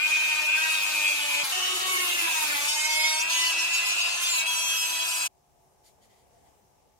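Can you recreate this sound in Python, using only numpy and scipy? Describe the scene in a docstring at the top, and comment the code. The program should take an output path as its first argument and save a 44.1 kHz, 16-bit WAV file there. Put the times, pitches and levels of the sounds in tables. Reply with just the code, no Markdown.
"""A handheld rotary tool runs a small sanding drum round the cutouts of a thin plywood part, in five stretches
that follow abruptly. The motor whines at eight times its speed, chopped by the speed control, and slows under
load; the drum rasps as grit tears fibres, and its bumps chatter on the edge and now and then set the plate singing.
Then the tool is gone, and fingers turn the part over: dry skin slips and the hollow wood rings.
Behind it lies a quiet workshop: a low wash of air, a faint hum and a swelling drone."""
import sys
import numpy as np
from scipy import signal
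from scipy.fft import irfft
from scipy.io import wavfile
from scipy.ndimage import map_coordinates

SR = 44100
rng = np.random.default_rng(int(sys.argv[2]) if len(sys.argv) > 2 else 0)


def generate_wav(signal):
    """Clip the signal to [-1, 1] and save it as 16-bit WAV at the path in sys.argv[1]."""
    frames = np.transpose(np.atleast_2d(signal))
    scaled = np.clip(frames, -1, 1) * 32767
    pcm = np.round(scaled).astype(np.int16)
    wavfile.write(sys.argv[1], SR, pcm)


N = 308259
TIME = np.arange(N) / SR   # s
SLOTS, CHOP_HZ = 8, 100   # armature slots; bursts of current per second
FLARE_RISE_S, FLARE_FALL_S = 0.038, 0.013
SING_RISE_S, SING_FALL_S = 0.046, .06
# The stretches of work. Each row: start in seconds, motor whine in dB, shaking of the plate in dB, rasp in dB,
# pitch of the gripped housing in Hz, its width in Hz, housing growl in dB, twitching of the chatter in dB.
STRETCH_ROWS = [(0, -29, 1.5, -1.5, 2550, 204, -1.5, 1.5), (1.434, -44.5, -2, 0, 2560, 300, 3.5, 0.5),
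                (1.521, -31, 2.5, 0.5, 2635, 282, -2, 1.3), (3.514, -29, -1, 1, 2603, 227, 0, 2),
                (4.471, -32, -3.5, 1, 2526, 116, 0.5, 0.7)]


def from_db(db):
    """Decibels to gain."""
    return 10 ** (np.asarray(db) / 20)


def rms_one(x):
    """Scale to unit rms."""
    return x / np.sqrt(np.mean(np.abs(x) ** 2) + 1e-20)


def in_time(rows, at=TIME):
    """Each column of a curve, joined by straight lines."""
    s, *columns = np.transpose(rows)
    return [np.interp(at, s, c) for c in columns]


def at_hz(points, hz):
    """Read a spectrum on a log-frequency axis."""
    point_hz, point_db = np.array(points).T
    return np.interp(np.log(hz), np.log(point_hz), point_db)


def held(start, end, rise_s, fall_s, at=TIME):
    """Rise, hold and fall, from 0 to 1 and back."""
    rise = np.clip((at - start) / rise_s + .5, 0, 1)
    fall = np.clip((end - at) / fall_s + .5, 0, 1)
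    return rise * fall


def wander(rate, per_s, shape):
    """Smooth chance of spread 1 along the last axis, sampled per_s times a second; rate in Hz."""
    r = np.exp(-2 * np.pi * rate / per_s)
    settling = 600   # samples dropped while the filter settles
    white = rng.standard_normal(shape[:-1] + (shape[-1] + settling,))
    return rms_one(signal.lfilter([1], [1, -2 * r, r * r], white)[..., settling:])


def drift(rate):
    """Smooth chance at every sample, drawn at every 40th and joined by lines."""
    slow = wander(rate, SR / 40, (N // 40 + 2,))
    return np.interp(np.arange(N) / 40, np.arange(len(slow)), slow)


def resonate(x, hz, width_hz):
    """A resonance with gain 1 on top."""
    r = np.exp(-np.pi * width_hz / SR)
    zeros = np.array([1, 0, -1]) * (1 - r * r) / 2
    return signal.lfilter(zeros, [1, -2 * r * np.cos(2 * np.pi * hz / SR), r * r], x)


def noise_bands(spectrum, alike, grain_db):
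    """Yields (Hz, stereo band) of grainy noise; 0 dB in the spectrum is the density of unit white noise."""
    grains = rms_one(from_db(grain_db * rng.standard_normal((2, 1, N))))
    white = rng.standard_normal((2, 3, N)) * grains   # two sets, for alternate bands: left, right, common
    edges = np.geomspace(30, 16000, 23)
    for k, (low, high) in enumerate(zip(edges, edges[1:])):
        hz = np.sqrt(low * high)
        shared = np.clip(alike / (1 + hz / 1000), 0, 1)   # the two sides agree most in the bass
        source = np.sqrt(shared) * white[k % 2, 2] + np.sqrt(1 - shared) * white[k % 2, :2]
        band_pass = signal.butter(2, [low, high], "band", fs=SR, output="sos")
        yield hz, from_db(at_hz(spectrum, hz)) * signal.sosfilt(band_pass, source)


def reflections(x, t60, echo_db):
    """Direct sound plus dense early echoes from hands, part and bench, different on each side."""
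    t = np.arange(SR // 12) / SR
    echoes = rng.standard_normal((2, len(t))) * from_db(-60 * t / t60) * (t > .001)
    echoes *= from_db(echo_db) / np.sqrt(np.sum(echoes ** 2, axis=1, keepdims=True))
    echoes[:, 0] = 1   # the direct sound
    return signal.fftconvolve(np.atleast_2d(x), echoes, axes=1)[:, :N]


def workshop(room_db=3.5, hum_db=3.0, waver_rad_per_hz=.0025):
    """A low wash of air with a faint wavering hum and a hollow drone that swells now and then."""
    # Each row: time in seconds, level of the air in dB before room_db is added.
    air_level = [(5.3, -72), (5.55, -69), (5.8, -68.5), (5.9, -67), (6.2, -67.5), (6.45, -65.5),
                 (6.6, -67.5), (6.99, -69)]
    # Colour of the air. Each row: frequency in Hz, relative density in dB per Hz.
    air_colour = [(30, -10.5), (65, -6), (110, -7.5), (213, -11), (330, -16.5), (440, -8.5), (560, -14.5),
                  (720, -5.5), (900, -13.5), (1400, -24.5), (2600, -25), (4300, -32), (6200, -24),
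                  (13300, -31), (15500, -28)]
    # Each row: hum frequency in Hz, level in dB before hum_db is added.
    hum_tones = [(70, -84), (140, -88), (377, -82), (700, -79), (845, -79)]
    # Each row: start in seconds, end in seconds, drone level in dB.
    drone_swells = [(5.28, 5.406, -75), (5.551, 5.69, -73.5), (5.85, 5.95, -70), (6.329, 6.509, -67)]
    drone_hz, drone_width_hz, drone_fade_s = 687, 75, .04

    bands = noise_bands(air_colour, alike=0.13, grain_db=-2.0)
    air = rms_one(sum(band * from_db(1.3 * drift(6.5)) for hz, band in bands))
    air = air * from_db(in_time(air_level)[0] + room_db)
    hum = 0
    for hz, db in hum_tones:
        phase = 2 * np.pi * hz * TIME + waver_rad_per_hz * hz * drift(5)
        hum = hum + from_db(db + hum_db + 2 * drift(3.3)) * np.sin(phase)
    drone = resonate(rng.standard_normal((2, N)), drone_hz, drone_width_hz)
    drone = rms_one(resonate(drone, drone_hz, drone_width_hz))
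    swell = sum(from_db(db) * held(start, end, drone_fade_s, drone_fade_s) for start, end, db in drone_swells)
    return air + hum + drone * swell


def fingers(stick_db=-0.5, stick_rate=110, slips_per_s=900, slip_db=2.0, smooth=0.6):
    """Dry skin catches and slips on dusty wood; the slips ring in the hollow part, its thin walls a little."""
    # Each row: start in seconds, end in seconds, rustle of the skin in dB, ring of the wood in dB.
    strokes_made = [(5.845, 5.905, -62, -76), (6.018, 6.067, -66.5, -69.5), (6.093, 6.16, -74, -70),
                    (6.17, 6.233, -74.5, -75), (6.33, 6.39, -90.5, -83), (6.451, 6.497, -75, -74)]
    # Colour of the brushing skin. Each row: frequency in Hz, relative density in dB per Hz.
    skin_colour = [(1200, -26.5), (1900, -10), (3000, 0), (4500, 0), (7000, 1.5), (11000, -5.5),
                   (15000, -18)]
    # Hollow of the part. Each row: frequency in Hz, relative level in dB.
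    hollow_modes = [(2500, -7), (4650, 0), (5400, 0), (6850, 3), (8300, 1), (10450, 3), (11300, -6)]
    # Thin walls. Each row: frequency in Hz, width in Hz, relative level in dB.
    wall_modes = [(1980, 150, 12), (3100, 290, -3), (4680, 130, -10)]
    hollow_width_hz = 310
    rise_s, fall_s = 0.026, 0.049
    holding_db = -80   # fingers that only hold the part rustle faintly too

    hiss = rms_one(sum(band for hz, band in noise_bands(skin_colour, alike=0.36, grain_db=3.0)))
    slip_sizes = rng.choice([-1, 1], N) * from_db(slip_db * rng.standard_normal(N))
    slips = (rng.random(N) < slips_per_s / SR) * slip_sizes
    hollow = sum(from_db(db) * resonate(slips, hz, hollow_width_hz) for hz, db in hollow_modes)
    hollow = rms_one(reflections(hollow, t60=.02, echo_db=3.0))
    rustle = rms_one(hollow + smooth * hiss) * from_db(stick_db * drift(stick_rate))
    ring = rms_one(sum(from_db(db) * resonate(hiss, hz, width_hz) for hz, width_hz, db in wall_modes))
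    strokes = 0
    for start, end, rustle_db, ring_db in strokes_made:
        stroke = from_db(rustle_db) * rustle + from_db(ring_db) * ring
        strokes = strokes + stroke * held(start, end, rise_s, fall_s)
    return strokes + from_db(holding_db) * hiss


def joint_thumps(width_hz=260):
    """A soft low thump where one stretch gives way to the next: an impulse through two broad resonances."""
    # Each row: time in seconds, strength in dB, pitch in Hz.
    thumps = [(1.434, -48, 105)]
    out = 0
    for s, db, hz in thumps:
        impulse = from_db(db) * (np.arange(N) == int(s * SR)) + 1e-18   # the tiny offset keeps the filters quick
        out = out + resonate(resonate(impulse, hz, width_hz), hz, width_hz) * SR / width_hz
    return out


def stretch_at(at=TIME):
    """Number of the stretch of work at each moment."""
    return np.searchsorted([row[0] for row in STRETCH_ROWS[1:]], at)


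def of_stretch(column, at=TIME):
    """One column of the stretches of work, at each moment."""
    return np.array(STRETCH_ROWS)[stretch_at(at), column]


def spindle_speed(at=TIME):
    """Turns per second, sagging under load and jumping from one stretch of work to the next."""
    # One curve for each stretch. Each row: time in seconds, speed in turns per second.
    square = [(0, 298), (.04, 308.5), (.12, 311), (.28, 309.4), (.48, 305), (.5, 310), (.632, 316),
              (.74, 314.5), (1.22, 296.6), (1.42, 294.2)]
    hard_push = [(1.434, 266.6)]
    wedge = [(1.526, 368.4), (1.887, 374.3), (2.007, 364.8), (2.191, 344.3), (2.555, 289.5), (2.62, 288.9),
             (2.711, 301.3), (2.832, 307.2), (3.189, 314.6), (3.256, 320.9), (3.3, 329.3), (3.383, 332.8),
             (3.512, 331.8)]
    corner = [(3.517, 326.6), (3.592, 329), (3.742, 335.5), (3.8, 336.4), (4.078, 343), (4.249, 349.5),
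              (4.31, 344.8), (4.386, 325.9), (4.41, 323), (4.466, 325.7)]
    finish = [(4.466, 328.5), (4.792, 326.4), (5.046, 330.3), (5.128, 330), (5.26, 329.9)]
    curves = [in_time(c, at)[0] for c in (square, hard_push, wedge, corner, finish)]
    return np.choose(stretch_at(at), curves)


def contact(at=TIME):
    """How the drum meets the wood: force, bouncing and brightness, all in dB."""
    # Each row: start in seconds, end in seconds, force in dB above a graze, brightness in dB.
    presses = [(0.06, 0.483, 9, -0.5), (0.55, 1.432, 11.5, 2), (1.435, 1.503, 8, 10),
               (1.497, 1.854, 9.5, 3), (1.864, 2.687, 11, 6.5), (2.68, 3.23, 4.5, 4),
               (3.284, 3.517, 10, -2), (3.52, 4.22, 8.5, -3.5), (4.209, 4.42, 6.5, 9),
               (4.463, 5.306, 4, 4.5)]
    # Each row: start in seconds, end in seconds, rise of the chatter in dB as the drum bounces on the edge.
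    bounces = [(0.573, 0.764, 0.5), (2.679, 3.235, 8.5), (3.298, 3.525, 7), (3.583, 3.666, 5),
               (3.73, 3.802, 7.5), (3.856, 3.923, 7), (3.987, 4.043, 5.5), (4.227, 4.31, 6.5),
               (4.326, 4.423, 7), (4.461, 5.303, 6.5)]
    press_rise_s, press_fall_s = 0.031, 0.059
    bounce_rise_s, bounce_fall_s = 0.011, 0.042
    graze_bright_db = -0.5   # brightness of the barely touching drum

    force_db, bright_db = 0, graze_bright_db
    for start, end, press_db, press_bright_db in presses:
        pressing = held(start, end, press_rise_s, press_fall_s, at)
        force_db = force_db + press_db * pressing
        bright_db = bright_db + (press_bright_db - graze_bright_db) * pressing
    bounce_db = sum(db * held(start, end, bounce_rise_s, bounce_fall_s, at) for start, end, db in bounces)
    return force_db, bounce_db, bright_db


def digging(at=TIME):
    """How deep the drum digs in, from 0 to 1: the shaft judders and the motor's brush noise rises."""
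    return held(1.93, 2.64, rise_s=.25, fall_s=.08, at=at)


def rasp(turns, rasp_db=1.5, beat=0.24, patchy_db=2.0, skipping=0.14):
    """Grit tears fibres in dense grains, harder on the high side of the drum."""
    # Colour of the tearing. Each row: frequency in Hz, relative density in dB per Hz.
    tearing_colour = [(60, -47), (150, -17.5), (260, -14), (400, -11.5), (550, -5.5), (760, 0), (1100, 3),
                      (1600, 0), (2500, 0), (3600, 4), (5500, -2), (8500, -1), (13000, -9), (15500, -22)]
    graze_db = -42.5   # barely touching drum, before the trims below
    plate_hz, plate_width_hz, plate_db = 6550, 1100, -2.5   # a bright ring of the plate under the rasp
    body_db, loss_per_force, loss_per_bounce = 6.5, 0.73, 0.28   # dB; dB per dB

    force_db, bounce_db, bright_db = contact()
    # the low rasp gives way to force and to bouncing
    body = from_db(body_db - loss_per_force * force_db - loss_per_bounce * bounce_db)
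    bright = from_db(bright_db)
    out = 0
    for hz, band in noise_bands(tearing_colour, alike=0.24, grain_db=2.5):
        zone = body if hz < 2000 else bright if hz > 9000 else 1
        out = out + band * zone * from_db(patchy_db * drift(13.0))
    out = out + from_db(plate_db) * resonate(out, plate_hz, plate_width_hz)
    level_db = graze_db + of_stretch(3) + force_db + rasp_db
    level_db = level_db - skipping * bounce_db   # a bouncing drum spends less time in the wood
    return out * from_db(level_db) * (1 + beat * np.cos(2 * np.pi * turns))


def plate_singing(size, roughness, spread, hz, when):
    """The plate catches the multiple nearest one of its own pitches and sings; changes the arrays in place."""
    # Each row: start in seconds, end in seconds, pitch in Hz, level in dB before twitching,
    # roughness 0-1, swell from ends to middle in dB.
    songs = [(0.0949, 0.29, 1550, -41, 0.8, 1), (.06, 0.36, 3100, -37.5, 0.4, 0.5),
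             (.56, 0.777, 1580, -34, 0.5, 0), (.62, 0.72, 1890, -32.5, .3, 5),
             (0.62, 0.82, 3790, -39, 0.3, 3.5), (1.04, 1.5, 3280, -39, 0.53, -6),
             (1.16, 1.425, 2950, -34.5, 0.2, -2), (1.23, 1.5, 580, -42.5, 0, 5),
             (0.94, 1.43, 300, -58, 0.4, -1), (1.56, 2.3, 370, -46.5, 0.8, 5),
             (1.51, 2.15, 740, -41.5, 0.35, -2.5), (1.83, 2.05, 1110, -35, 0.51, 9),
             (1.9, 2.167, 2200, -35.5, 0.94, -4), (1.68, 1.9, 3700, -39.5, 0.3, -3),
             (1.5, 1.8, 5530, -42, 0.1, 3), (2.15, 2.25, 2050, -37.5, 0.85, -1),
             (2.14, 2.4, 2300, -38, 0.9, 3), (2.23, 2.47, 950, -33.5, 0.61, 2.5),
             (2.43, 2.66, 290, -53, 0.85, 4), (1.9, 3.2, 590, -50.5, 0.3, -3),
             (2.44, 2.6, 2080, -37.5, 0.76, -1), (2.9, 3.235, 930, -36, 0.07, -4),
             (2.745, 3.18, 2170, -26.5, 0.4, 10), (2.9, 3.04, 3410, -34, .4, 3),
             (3.0, 3.13, 3120, -33, .4, 6), (3.03, 3.14, 3750, -32, 0.3, 3),
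             (2.94, 3.11, 4990, -33.5, 0.3, 3.5), (3.31, 3.48, 6640, -35, .4, 0.5),
             (3.27, 3.52, 335, -59, .4, 1.5), (3.52, 3.72, 330, -57, 0.3, 2),
             (3.32, 3.518, 3000, -32, 0.5, -3), (3.36, 3.53, 2000, -36.5, 0.6, 0.5),
             (3.58, 3.904, 2020, -41, 0.6, -5), (3.6, 3.6, 700, -46, .3, -1),
             (4.19, 4.33, 3500, -32.5, 0.4, 7), (4.15, 4.32, 6300, -35.5, 0.2, 3),
             (4.28, 4.42, 7000, -30.5, 0.4, 3), (4.34, 4.41, 4230, -38, 0.5, 4),
             (4.297, 4.44, 2300, -38.5, 0.3, -1), (4.32, 4.44, 980, -35, 0.33, 3),
             (4.45, 4.65, 980, -40, .4, -2), (4.72, 5.29, 980, -43, 0.32, 4.5),
             (4.44, 4.55, 3270, -30, 0.2, 2), (4.55, 4.86, 3270, -30.5, 0.3, 7.5),
             (4.9, 5.065, 3270, -33.5, 0.6, -1), (4.48, 4.8, 5890, -34.5, 0, 5),
             (4.8, 5.05, 2950, -40.5, 0.5, -1.5), (5, 7, 660, -51, 0.06, 0),
             (4.74, 4.88, 5230, -33, 0.1, 8), (5.6, 6, 6250, -34, .2, 2), (5.08, 5.29, 8230, -37, 0.12, -4),
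             (4.747, 5.29, 330, -61.5, 0.3, 4)]
    for start, end, pitch_hz, db, sing_rough, swell_db in songs:
        middle = (start + end) / 2
        nearest = np.argmin(np.abs(hz[:, np.searchsorted(when, middle)] - pitch_hz))
        singing = held(start, end, SING_RISE_S, SING_FALL_S, when)
        singing = singing * (stretch_at(when) == stretch_at(middle))   # stays within its stretch of work
        off_middle = np.clip((2 * when - start - end) / (end - start), -1, 1)
        size[nearest] += singing * (from_db(db - swell_db * off_middle ** 2) - size[nearest])
        spread[nearest] *= 1 - singing / 2   # singing holds its place between the sides
        roughness[nearest] += singing * (np.clip(sing_rough, 0, 1) - roughness[nearest])


def chatter(turns, speed, rough=0.81, rough_rise=0.0099, calming_db=0.5, flicker_rate=32, change_rate=2.7,
            uneven_db=2.5, bright_share=0.16, soft_db_per_octave=1.0, spread_rad=0.68, side_db=1.5, side_rate=9):
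    """The drum's bumps hit the edge in a pattern once a turn; the pattern shifts as the contact moves."""
    # Colour for three ways of holding the plate. Each row: frequency in Hz, relative level in dB.
    hold_end = [(1250, -10), (1600, 4), (2000, -2.5), (3000, -7.5), (3800, -8), (4500, -14), (5200, -15),
                (6200, -11.5), (8500, -15), (10500, -19.5), (13000, -18), (15000, -31)]
    hold_middle = [(1250, -14.5), (1600, -0.5), (2000, -1), (2500, -3), (3000, 2.5), (3800, 1), (4500, 1.5),
                   (5200, 2), (6200, 1), (8500, -1), (10500, -7), (13000, -10), (15000, -19)]
    hold_corner = [(1250, 7), (1600, -7.0), (2000, -51), (3000, 4), (3800, -1.5), (4500, 0), (5200, -0.5),
                   (6200, 3.5), (8500, 0), (10500, -4.5), (13000, -4), (15000, -26)]
    # Moments in seconds when the hold changes.
    hold_changes_s = [2.66, 4.46]
    # The out-of-round drum shakes the plate. 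Each row: multiple of its speed, roughness 0-1.
    lobe_orders = [(1, .6), (2, .5), (3, .5), (4, .8), (5, .7), (6, .65), (7, .6), (10, .55)]
    # For each of these multiples: level in dB before shaking and twitching, dB gained per dB of bouncing.
    lobe_levels = [(-64, -0.52), (-52, -0.22), (-46, 0.64), (-51, -0.3), (-45.5, -0.46), (-47, -0.4),
                   (-47, 0.46), (-44, 0.65)]
    graze_db, per_force = -38.5, 0.3156   # treble level at a graze; dB gained per dB of force
    locking_per_db, twitch_per_s = .035, 9
    soft_above_hz = 6500

    # one column per turn, one row per multiple of the speed
    count = int(turns[-1]) + 2
    when = np.interp(np.arange(count), turns, TIME)
    order = np.arange(1, 50)[:, None]
    hz = order * np.interp(when, TIME, speed)
    shape, per_s = (len(order), count), speed.mean()
    force_db, bounce_db, bright_db = contact(when)

    colours = [at_hz(h, hz) for h in (hold_end, hold_middle, hold_corner)]
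    colour_db = np.choose(np.searchsorted(hold_changes_s, when), colours)
    # the wood cushions each knock
    colour_db = colour_db - soft_db_per_octave * np.maximum(np.log2(hz / soft_above_hz), 0)
    colour_db = colour_db + bright_share * bright_db * (hz > 9000)
    size = from_db(colour_db + uneven_db * wander(change_rate, per_s, shape))
    treble = np.sqrt(np.sum(size ** 2 * ((hz > 3200) & (hz < 9000)), axis=0))
    size = size / treble * from_db(graze_db + per_force * force_db + bounce_db)
    # bouncing steadies the pattern; its fine detail repeats less exactly
    roughness = np.clip(rough + rough_rise * order - locking_per_db * bounce_db, 0, 1)
    shake_db = of_stretch(2, when)
    for (k, lobe_rough), (lobe_db, per_bounce) in zip(lobe_orders, lobe_levels):
        size[k - 1] = from_db(lobe_db + shake_db + per_bounce * bounce_db)
        roughness[k - 1] = lobe_rough
    # steady bouncing holds its place between the sides
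    spread = spread_rad * from_db(-calming_db * bounce_db) * np.ones(shape)
    plate_singing(size, roughness, spread, hz, when)
    # each tone twitches as the edge slips
    size = size * from_db(of_stretch(7, when) * (wander(twitch_per_s, per_s, shape) - .5))

    # each multiple has a steady part and a part that flickers from turn to turn
    start_phase = rng.uniform(0, 2 * np.pi, order.shape)
    steady = np.exp(1j * (start_phase + 0.81 * wander(change_rate, per_s, shape)))
    flicker = rms_one(wander(flicker_rate, per_s, shape) + 1j * wander(flicker_rate, per_s, shape))
    partials = size * (np.sqrt(1 - roughness ** 2) * steady + roughness * flicker)

    # short waves reach the two sides with different phase and strength
    phase_offset = np.pi / 4 * rng.choice([-1, 1], order.shape) + spread * wander(side_rate, per_s, shape)
    log_gain = np.log(from_db(side_db * wander(2.6, per_s, shape)))
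    offset = (1j * phase_offset + log_gain) * np.minimum(hz / 600, 1)
    steps, sides = 1024, []   # points round one turn
    for sign in (1, -1):
        spectrum = np.pad(partials * np.exp(sign * offset), ((1, 0), (0, 0)))
        pattern = irfft(spectrum, steps, axis=0) * steps / np.sqrt(2)
        sides.append(map_coordinates(pattern, [turns % 1 * steps, turns], order=1, mode="grid-wrap"))
    return np.array(sides)


def whine_level(unsteady_db=1.34):
    """The whine holds a level in each stretch and flares or sinks at times; in dB."""
    # Each row: start in seconds, end in seconds, change in dB.
    flares = [(0, .075, 6), (.1, 0.338, 4), (0.393, 0.424, 1.5), (0.478, 0.563, 6.5), (0.58, 0.714, 2.5),
              (0.8, 1.02, -1.5), (1.042, 1.132, 4.5), (1.15, 1.29, -1.5), (1.302, 1.431, 2.5),
              (1.508, 1.702, 3.5), (1.764, 1.98, -0.5), (2.715, 3.222, -4.5), (3.518, 3.613, -0.5),
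              (3.7, 4.07, 1.5), (4.088, 4.389, -2), (4.4, 4.465, -2.5), (4.46, 4.87, 0)]
    flares_db = sum(db * held(start, end, FLARE_RISE_S, FLARE_FALL_S) for start, end, db in flares)
    return of_stretch(1) + flares_db + unsteady_db * drift(22)


def whine(phase, fade_rate=5.4, fade_db=1.2, scatter_rad=1.13, scatter_rate=1.79, chop_jitter=0.042,
          smear_rad=.45, leak=0.2, scrape_db=-15, dig_scrape_db=4):
    """Chopped current splits the slot tone into a comb of lines; the housing lifts those nearest its pitch."""
    # Lines one chopping rate apart, slot tone in the middle: relative level of each in dB.
    comb_db = [-23, -18, -12.5, -8.5, -5.5, -1, -3.5, -6.5, -12.5, -16.5, -21]
    # A tighter grip raises the housing's pitch. Each row: start in seconds, end in seconds, rise in Hz.
    grip_shifts = [(4.466, 4.863, 65)]
    brushes_hz, brushes_width_hz = 2594, 700   # scraping of the carbon brushes

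    step = 10   # the slow parts are worked out at every 10th sample
    at = TIME[::step]
    shape, per_s = (2, len(at)), SR / step
    slot_hz = SLOTS * spindle_speed(at)
    ring_hz, width_hz = of_stretch(4, at), of_stretch(5, at)
    for start, end, rise_hz in grip_shifts:
        ring_hz = ring_hz + rise_hz * held(start, end, FLARE_RISE_S, FLARE_FALL_S, at)
    chop = 2 * np.pi * (CHOP_HZ * at + chop_jitter * wander(25, per_s, at.shape))
    comb = 0
    for n, db in enumerate(comb_db, -(len(comb_db) // 2)):
        off_ring = 2 * (slot_hz + n * CHOP_HZ - ring_hz) / width_hz
        lift = np.sqrt(1 / (1 + off_ring ** 2) + leak ** 2)
        # the moving tool reaches each side by changing paths, so every line fades on its own
        fading = from_db(fade_db * wander(fade_rate, per_s, shape))
        paths = fading * np.exp(1j * scatter_rad * wander(scatter_rate, per_s, shape))
        smeared = np.exp(1j * (n * chop + smear_rad * n * n))   # the housing smears each burst in time
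        comb = comb + from_db(db) * lift * paths * smeared
    comb = np.array([np.interp(TIME, at, side) for side in comb])
    lines = np.real(comb * np.exp(1j * phase) * [[1 + 1j], [1 - 1j]])   # a quarter cycle between the sides
    brushes = resonate(rng.standard_normal((2, N)), brushes_hz, brushes_width_hz)
    brushes = rms_one(resonate(brushes, brushes_hz, brushes_width_hz))
    return from_db(whine_level()) * (lines + from_db(scrape_db + dig_scrape_db * digging()) * brushes)


def motor(turns, firing=.47, chop_jitter=0.0557, depth=0.81, buzz_db=-0.5, sway_rad=0.9, air=1.06,
          wobble_rad=0.029, wobble_per_db=0.4):
    """Armature slots sing while the speed control lets current through, late in each mains half-cycle."""
    # Weaker tones. Each row: multiple of the speed, level in dB before buzz_db is added.
    buzz_tones = [(2, -57), (16, -47.5)]
    # Other parts of the housing that the chopped current rings.
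    # Each row: multiple of the speed, resonance in Hz, width in Hz, level in dB before the stretch's growl.
    housing_modes = [(4, 1410, 360, -47), (12, 4400, 870, -45)]
    bearing_order, bearing_db = 3.39, -38   # a bearing hums briefly between two multiples of the speed

    cycle = (CHOP_HZ * TIME + chop_jitter * drift(25)) % 1
    current = np.sin(np.pi * cycle) * np.clip((cycle - firing) * 10, 0, 1)
    force = rms_one(current * depth + 1 - depth)
    # the moving tool reaches each side by changing paths
    sway = sway_rad * np.array([drift(3.3), drift(1.18)]) + [[np.pi / 2], [0]]
    # the harder the push, the less evenly the shaft turns
    wobble = wobble_rad * from_db(wobble_per_db * contact()[0]) * drift(69)
    angle = 2 * np.pi * turns
    buzz = 0
    for k, db in buzz_tones:
        buzz = buzz + from_db(db + buzz_db + 0.77 * drift(2.3)) * np.sin(k * angle + sway * np.cos(k))
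    cooling = rng.standard_normal((2, N))   # air from the fan blows through the same cavities
    growl = 0
    for k, hz, width_hz, db in housing_modes:
        tone = force * np.sin(k * angle + sway + wobble)
        breath = air * rms_one(resonate(cooling, hz, width_hz))
        growl = growl + from_db(db) * rms_one(resonate(tone + breath, hz, width_hz))
    bearing = from_db(bearing_db) * held(1.3, 1.9, SING_RISE_S, SING_FALL_S)
    bearing = bearing * np.sin(bearing_order * angle + sway)
    return whine(SLOTS * angle + wobble) + force * buzz + bearing + growl * from_db(of_stretch(6))


def scene(flutter=0.0018, judder_turns=.01, tool_end_s=5.274, tool_pan_db=0.34, room_pan_db=0.8):
    """One spindle drives whine, rasp and chatter; all stop together."""
    speed = spindle_speed() * (1 + flutter * drift(30))
    turns = np.cumsum(speed) / SR + judder_turns * digging() * drift(70)
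    running = np.clip((tool_end_s - TIME) / 0.013 + .5, 0, 1)
    tool = (motor(turns) + rasp(turns) + chatter(turns, speed)) * running + joint_thumps()
    sides = np.array([[1], [-1]])   # left a little louder, right a little softer
    return tool * from_db(tool_pan_db * sides) + (fingers() + workshop()) * from_db(room_pan_db * sides)


def record(dry):
    """The top is cut steeply above 15750 Hz."""
    return signal.sosfilt(signal.ellip(12, .1, 90, 15750, fs=SR, output="sos"), dry)


dry = scene()
out = record(dry)
generate_wav(out)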